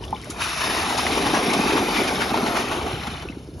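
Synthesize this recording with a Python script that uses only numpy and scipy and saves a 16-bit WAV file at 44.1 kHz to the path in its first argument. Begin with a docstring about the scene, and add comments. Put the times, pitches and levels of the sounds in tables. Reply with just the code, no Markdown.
"""Water and live fish pour from a plastic tub off a dock into a pond, close to a stereo microphone pair.
A few drips and a plop come first; then the stream lands as spray, churning bubbles and deep gulps of
trapped air. Fish hit the water in separate splashes, dull knocks sound, and the flow thins to a dribble.
The pour sits a little to the left, narrow in the bass; a low outdoor rumble stays behind it."""
import sys
import numpy as np
from scipy import signal
from scipy.fft import rfft, irfft, next_fast_len
from scipy.io import wavfile
from scipy.ndimage import uniform_filter1d, map_coordinates

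SR = 44100
rng = np.random.default_rng(int(sys.argv[2]) if len(sys.argv) > 2 else 0)


def wav_record(signal):
    """Record a signal, one row per channel, as 16-bit PCM in the file named by sys.argv[1]."""
    frames = np.transpose(np.atleast_2d(signal))
    bounded = np.clip(frames, -1, 1)
    # unit amplitude maps onto the largest positive 16-bit level
    quanta = np.round(bounded * 32767).astype(np.int16)
    wavfile.write(sys.argv[1], SR, quanta)


N = 158760

# Levels are relative: each layer's trim and the stereo placement act on them afterwards.
# outdoor rumble behind the pour: time_s, level_db
RUMBLE_LEVEL = [(0, -37), (.6, -41.5), (1, -41.5), (2.5, -39.5), (3.05, -35.5), (3.6, -39.5)]
# spectrum of the rumble: frequency_hz, gain_db
RUMBLE_SPECTRUM = [(20, -30), (35, -14), (58, 0), (85, -1.5), (130, -4.5), (250, -11.5), (600, -21.5),
                   (3000, -81)]
# dull knocks, probably the tub shifting on the dock: start_s, level_db, pitch_hz
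TUB_KNOCKS = [(.296, -18, 300), (1.054, -22, 75), (1.261, -22, 102), (1.802, -22, 115), (2.824, -21, 67),
              (2.932, -16, 118), (2.982, -19, 79), (3.077, -17.5, 235), (3.253, -17, 360),
              (3.297, -15.5, 256), (3.37, -18, 310), (3.486, -22, 334), (3.547, -25, 342)]
# stray drops on water and planks, and one wet slap: start_s, level_db, centre_hz, fall_s
DROP_TICKS = [(0.028, -43, 4000, .008), (.052, -37.5, 7000, 0.0063), (.1067, -40, 9900, .007),
              (.215, -38, 4960, 0.0075), (.244, -36, 6170, 0.011), (0.309, -29, 6400, 0.0033),
              (0.478, -35, 3420, 0.0058), (1.533, -30, 7600, 0.021)]
# single bubbles that stand out: start_s, level_db, pitch_hz
BUBBLE_PLOPS = [(.023, -28, 935), (.039, -21.5, 2930), (.081, -27, 3450), (.127, -9, 838),
                (.132, -17, 1013), (.148, -26, 3500), (.159, -26.5, 2280), (.165, -26, 2980),
                (.237, -27.5, 2060), (.27, -25, 602), (.314, -28, 1410), (.421, -7.5, 2530),
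                (1.051, -9, 720), (1.067, -3, 1980), (1.778, -3, 1065), (2.342, -2.5, 884),
                (2.864, -17, 688), (3.076, -21, 1340), (3.287, -20, 2570), (3.323, -30, 2100)]
# large cavities closing: start_s, level_db, pitch_hz
CAVITY_GULPS = [(1.172, -4, 385), (1.257, -4, 237), (1.335, -1, 317), (1.432, -19, 255), (1.479, -1.5, 214),
                (1.563, -5, 237), (1.595, 2, 251), (1.647, -4.5, 300), (1.66, -5, 278), (1.757, -7, 312),
                (1.797, -4, 270), (2.427, -4, 233), (2.48, -9, 236), (2.771, -13, 337)]
# the stream cuts a bubble's ring short: spray_level_db, share_of_life
RING_LIFE = [(-38, 0.95), (-30, 0.39)]
# fish and slugs of water hitting the pond: start_s, level_db, centre_hz, rise_s, fall_s
FISH_SPLASHES = [(0.298, -29.5, 6700, 0.0052, 0.057), (0.404, -38, 2600, 0.0094, 0.25),
                 (.614, -21, 920, 0.0073, 0.028), (.63, -34, 4480, 0.028, 0.081),
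                 (0.97, -23, 4770, 0.013, 0.032), (1.05, -25, 900, 0.002, .015),
                 (1.064, -21, 1780, 0.0041, 0.0076), (1.248, -19.5, 920, 0.017, 0.045),
                 (1.33, -16.5, 875, 0.019, 0.15), (1.53, -20, 3020, 0.0059, 0.033),
                 (1.698, -22.5, 1390, 0.0072, 0.088), (1.759, -31, 970, 0.021, 0.058),
                 (1.935, -25.5, 2200, 0.017, 0.2), (2.066, -21.5, 2230, 0.018, 0.023),
                 (2.203, -18, 1410, 0.017, 0.038), (2.365, -19, 740, 0.011, 0.032),
                 (2.455, -26.5, 2030, 0.011, 0.14), (2.55, -20, 1130, 0.023, 0.042),
                 (2.554, -29, 3600, 0.018, 0.24), (2.703, -21, 730, 0.013, 0.23),
                 (2.863, -27, 900, 0.0023, 0.081), (3.066, -28.5, 1780, 0.0056, 0.038),
                 (3.219, -33, 835, 0.011, 0.04)]
# large air pockets under the stream: time_s, level_db
PLUNGE_LEVEL = [(0, -42), (.58, -44.5), (.65, -34), (1.08, -32.5), (1.2, -24), (1.65, -27), (1.8, -21.5),
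                (1.87, -27.5), (1.99, -24.5), (2.27, -32), (2.36, -25.5), (2.55, -28), (2.65, -33),
                (2.92, -30), (3.05, -44), (3.2, -46.5), (3.34, -45.5), (3.6, -51)]
# spectrum of the air pockets: frequency_hz, gain_db
PLUNGE_SPECTRUM = [(60, -37), (120, -10.5), (185, -7), (235, -1), (310, 0), (350, -2.5), (410, 0.5),
                   (520, -7.5), (800, -0.5), (2000, -68)]
# middle-sized bubbles around the stream: time_s, level_db
CHURN_LEVEL = [(0, -50), (.06, -40), (.22, -50.5), (.35, -40.5), (.41, -33), (.59, -33.5), (.65, -26.5),
               (1.8, -26.5), (2.12, -26), (2.28, -28.5), (2.37, -28), (2.6, -26), (2.65, -34),
               (2.75, -30.5), (2.95, -36.5), (3.08, -36), (3.35, -55.5), (3.55, -61), (3.6, -38.5)]
# spectrum of those bubbles: frequency_hz, gain_db
CHURN_SPECTRUM = [(300, 4), (520, -7), (700, 3), (880, 3.5), (980, 0), (1100, 0), (1350, -12), (1700, -33),
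                  (3000, -13)]
# spray where the stream lands: time_s, level_db
SPRAY_LEVEL = [(0.0, -56), (0.03, -43), (0.06, -50.5), (0.38, -40.5), (0.42, -25.5), (0.57, -30),
               (0.64, -26.5), (1.79, -26.5), (1.91, -28.5), (1.96, -25), (2.53, -32), (2.58, -27.5),
               (2.65, -31.5), (3.14, -36.5), (3.28, -45), (3.35, -50.5), (3.6, -59)]
# spectrum of the spray: frequency_hz, gain_db
SPRAY_SPECTRUM = [(700, -11.5), (1200, 7.5), (1550, 1.5), (2000, 1), (2200, 1.5), (2450, 4.5), (2800, -2.5),
                  (3050, 0.5), (3300, -4.5), (3650, 0.85), (4500, -5), (5500, -4.5), (7000, -13),
                  (10500, -9.5), (12000, -17)]
# treble within the spray: time_s, gain_db
SPRAY_TREBLE = [(0, 5), (.45, 2), (1.5, 0.5), (2.2, -2), (2.9, -3), (3.2, -2.5), (3.6, 10.5)]
# two spectral dips that glide upward as the stream thins: first_hz, last_hz
HOLLOW_GLIDES = [(1640, 1930), (4580, 4870)]
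# treble notch in the centre of the image; the sides stay bright there: frequency_hz, gain_db
MID_NOTCH = [(6900, 0), (7300, -6), (7650, -27), (8700, -27), (9100, -6), (9500, 0)]
# side signal of the microphone pair: frequency_hz, gain_db
SIDE_GAIN = [(60, -28), (560, -17.5), (700, -7.5), (1270, -26), (1480, 0), (1770, -8.5), (2100, -3.5),
             (2450, -9), (2750, -1.5), (3450, -5), (4200, -33), (5000, -7.5), (6100, -18), (7000, -4),
             (9500, 4), (10600, -56)]
# left microphone's level over the right: frequency_hz, difference_db
LEFT_LEVEL = [(200, -0.3), (450, 0.2), (700, -1.5), (950, 3.5), (1250, 3), (1550, 3.5), (1850, 3.5),
              (2150, 5), (2450, 0), (2800, 3), (3050, 6.5), (3300, 3), (3700, 0)]
# left microphone's lead over the right: frequency_hz, phase_rad
LEFT_PHASE = [(60, 0.17), (220, 0.18), (530, 0.12), (700, 0.36), (880, 0.89), (1150, 0.66), (1450, 0.49),
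              (1650, 0)]

PLOP_CYCLES, GULP_CYCLES, KNOCK_CYCLES = 48.5, 21, 5.2  # cycles to fade by 60 dB
PLOP_TRIM_DB, GULP_TRIM_DB, KNOCK_TRIM_DB, SPLASH_TRIM_DB = -3, -1.5, 9, -2.5
SPRAY_TRIM_DB, CHURN_TRIM_DB, PLUNGE_TRIM_DB, TRICKLE_TRIM_DB = -0.75, -1, 0.5, -19.5


def amp(db):
    """Decibels to gain."""
    return 10 ** (np.asarray(db) / 20)


def unit(x):
    """Scale to rms 1."""
    return x / np.sqrt(np.mean(x ** 2) + 1e-20)


def along(points, hz):
    """Read (frequency_hz, value) points on a log axis."""
    frequencies, values = np.transpose(points)
    return np.interp(np.log(hz + 1), np.log(frequencies + 1), values)


def curve(rows):
    """Read (time_s, value) rows at every sample."""
    return np.interp(np.arange(N) / SR, *np.transpose(rows))


def wobble(rate_hz):
    """A smooth random curve with rate_hz knots a second."""
    return map_coordinates(rng.standard_normal(2048), [np.arange(N) * rate_hz / SR], mode="wrap")


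def filtered(x, response):
    """Multiply the spectrum of x by a function of frequency."""
    length = x.shape[-1]
    padded = next_fast_len(length + 8192)
    return irfft(rfft(x, padded) * response(np.fft.rfftfreq(padded, 1 / SR)), padded)[..., :length]


def coloured(x, spectrum):
    """Filter x by (frequency_hz, gain_db) points."""
    return filtered(x, lambda hz: amp(along(spectrum, hz)))


def add(track, start_s, sound):
    """Mix a sound into a track."""
    part = track[..., max(0, round(start_s * SR)):][..., :sound.shape[-1]]
    part += sound[..., :part.shape[-1]]


def bubble(t, hz, cycles, pitch_rise=0.054):
    """A ringing air bubble: soft start, slightly rising pitch, a 60 dB fade over the given cycles."""
    age = t * hz / cycles
    phase = 2 * np.pi * hz * t * (1 + pitch_rise * np.minimum(age, 2) / 2)
    onset = 1 - np.exp(-(t * hz) ** 2)
    return np.sin(phase) * amp(-60 * age) * onset


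def swarm(low_hz, high_hz, cycles, spread_db, count, ring_samples):
    """Bubbles of random time, pitch and strength, each at its own place: mid and side."""
    when, pitch, strength, place = rng.random((4, count))
    hz = low_hz * (high_hz / low_hz) ** pitch
    gain = hz * amp(spread_db * np.minimum(-np.log(1 - strength), 3))
    rings = gain[:, None] * bubble(np.arange(ring_samples) / SR, hz[:, None], cycles)
    samples = ((when * N).astype(int)[:, None] + np.arange(ring_samples)).ravel()
    pan = (2 * place - 1)[:, None]
    return np.array([unit(np.bincount(samples, part.ravel(), N)[:N]) for part in (rings, rings * pan)])


def water(bubbles, spectrum, wash_db):
    """Bubbles on a wash of noise, coloured, at rms 1."""
    wash = amp(wash_db) * rng.standard_normal((2, N))
    return unit(coloured(bubbles + wash, spectrum))


def burst(centre_hz, rise_s, fall_s):
    """Spray around one pitch that swells, then fades by 30 dB every fall_s: mid and side."""
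    t = np.arange(SR // 4) / SR
    noise = rng.standard_normal((2, len(t)))
    band = filtered(noise, lambda hz: 1 / (1 + np.log2((hz + 1) / centre_hz) ** 2) ** 1.14)
    return unit(band) * np.minimum(t / rise_s, 1) * amp(-30 * np.maximum(t - rise_s, 0) / fall_s)


def rumble():
    """Low, uneven outdoor rumble around the pond."""
    noise = unit(coloured(rng.standard_normal((2, N)), RUMBLE_SPECTRUM))
    return noise * amp(curve(RUMBLE_LEVEL) + 1.5 * wobble(16))


def dock_echo(x, level_db=-9, t60_s=0.06):
    """Short scattered reflections from the dock and the tub: mid and side."""
    t = np.arange(SR // 5) / SR
    tail = rng.standard_normal((2, len(t))) * amp(-60 * t / t60_s) * (t > .003)
    tail /= np.linalg.norm(tail[0])
    return amp(level_db) * signal.fftconvolve(x[None], tail, axes=1)[:, :N]


def knocks():
    """Heavily damped low thuds on the dock, over in a few cycles."""
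    out, t = np.zeros(N), np.arange(SR // 8) / SR
    for start_s, level_db, hz in TUB_KNOCKS:
        onset = 1 - np.exp(-(t * hz) ** 2)
        fade = amp(level_db + KNOCK_TRIM_DB - 60 * t * hz / KNOCK_CYCLES)
        add(out, start_s, onset * fade * np.sin(2 * np.pi * hz * t))
    return out


def ticks():
    """Drops and a slap close to the microphones snap with almost no rise."""
    out = np.zeros(N)
    for start_s, level_db, centre_hz, fall_s in DROP_TICKS:
        snap = burst(centre_hz, rise_s=.0004, fall_s=fall_s)[0]
        add(out, start_s, amp(level_db) * snap)
    return out


def trickle(db_per_spray_db=0.67):
    """Sparse drops ring out of the spray, most clearly when the flow is thin."""
    drops = swarm(1100, 5000, cycles=58, spread_db=2.2, count=480, ring_samples=1800)
    level_db = TRICKLE_TRIM_DB + db_per_spray_db * curve(SPRAY_LEVEL)
    tail_off = curve([(3.3, 0.85), (3.36, 0.18)])
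    return unit(coloured(drops, SPRAY_SPECTRUM)) * amp(level_db) * tail_off


def single_bubbles(rows, cycles, trim_db):
    """Bubbles that stand out one by one: they ring in calm water and die fast under the stream."""
    out, t = np.zeros(N), np.arange(SR // 8) / SR
    for start_s, level_db, hz in rows:
        spray_db = np.interp(start_s, *np.transpose(SPRAY_LEVEL))
        life_share = np.interp(spray_db, *np.transpose(RING_LIFE))
        add(out, start_s, amp(level_db + trim_db) * bubble(t, hz, cycles * life_share))
    return out


def splashes():
    """Each fish or slug of water throws up a burst of spray as it hits the pond."""
    out = np.zeros((2, N))
    for start_s, level_db, centre_hz, rise_s, fall_s in FISH_SPLASHES:
        add(out, start_s, amp(level_db + SPLASH_TRIM_DB) * burst(centre_hz, rise_s, fall_s))
    return out


def plunge(split_hz=340, gentle_db=-31, small_share=0.59):
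    """Air dragged under by the stream gurgles; a harder plunge traps larger, deeper pockets."""
    pockets = swarm(150, 560, cycles=6, spread_db=0.6, count=2600, ring_samples=1800)
    gurgle = water(pockets, PLUNGE_SPECTRUM, wash_db=0.5)
    large = filtered(gurgle, lambda hz: 1 / (1 + (hz / split_hz) ** 10))
    level_db = curve(PLUNGE_LEVEL)
    # small pockets gain only a share of each dB past the gentle level
    small = (gurgle - large) * amp((small_share - 1) * np.maximum(level_db - gentle_db, 0))
    return (large + small) * amp(level_db + PLUNGE_TRIM_DB + wobble(34.96))


def churn():
    """Middle-sized bubbles boil around the stream."""
    bubbles = swarm(500, 1785, cycles=17, spread_db=0.9, count=2600, ring_samples=1500)
    boil = water(bubbles, CHURN_SPECTRUM, wash_db=4)
    return boil * amp(curve(CHURN_LEVEL) + CHURN_TRIM_DB + 1.2 * wobble(90))


def spray(treble_hz=5000):
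    """Droplets and tiny bubbles fizz where the stream lands, brightest at the start and the end."""
    drops = swarm(1306.4, 11100, cycles=67, spread_db=1.0, count=8000, ring_samples=640)
    hiss = water(drops, SPRAY_SPECTRUM, wash_db=6.0)
    treble = filtered(hiss, lambda hz: 1 - 1 / (1 + (hz / treble_hz) ** 4))
    fizz = hiss - treble + treble * amp(curve(SPRAY_TREBLE))
    return fizz * amp(curve(SPRAY_LEVEL) + SPRAY_TRIM_DB + 1.3 * wobble(70))


def moving_stream(x, patchy_db=1.7, runoff_s=(2.34, 3.5), hollow_db=-6, hollow_width_hz=140):
    """The water's colour shifts in patches as the stream moves, and turns hollow as it thins."""
    hz, t, spectra = signal.stft(x, SR, nperseg=1024)
    patches = rng.standard_normal(spectra.shape[1:])
    for _ in range(2):
        patches = uniform_filter1d(patches, size=3, axis=0)  # across frequency
        patches = uniform_filter1d(patches, size=14, axis=1)  # across time
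    gain_db = patchy_db * unit(patches)
    thinning = np.interp(t, runoff_s, (0, 1))
    for first_hz, last_hz in HOLLOW_GLIDES:
        centre_hz = first_hz + (last_hz - first_hz) * thinning
        dip = np.exp(-((hz[:, None] - centre_hz) / hollow_width_hz) ** 2)
        gain_db += hollow_db * np.sqrt(thinning) * dip
    return signal.istft(spectra * amp(gain_db), SR, nperseg=1024)[1][:, :N]


def scene():
    """The pour at the microphone pair: narrow in the bass, wider and a little to the left above it."""
    rings = single_bubbles(BUBBLE_PLOPS, PLOP_CYCLES, PLOP_TRIM_DB)
    rings += single_bubbles(CAVITY_GULPS, GULP_CYCLES, GULP_TRIM_DB)
    surface = moving_stream(spray() + trickle() + churn() + splashes())
    mid, side = surface + plunge() + rumble() + dock_echo(rings)
    mid = coloured(mid + rings + knocks(), MID_NOTCH) + ticks()
    side = coloured(side, SIDE_GAIN)
    half = np.array([[.5], [-.5]])  # left and right each take half the level and phase difference
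    placed = filtered(
        mid, lambda hz: amp(half * along(LEFT_LEVEL, hz)) * np.exp(1j * half * along(LEFT_PHASE, hz)))
    return placed + np.array([side, -side])


def record(dry, low_cut_hz=28.4, top_hz=11900):
    """The deepest bass rolls off and nothing is kept above the band limit."""
    return filtered(dry, lambda hz: (1 - 1 / (1 + (hz / low_cut_hz) ** 4)) * (hz < top_hz))


dry = scene()
out = record(dry)
wav_record(out)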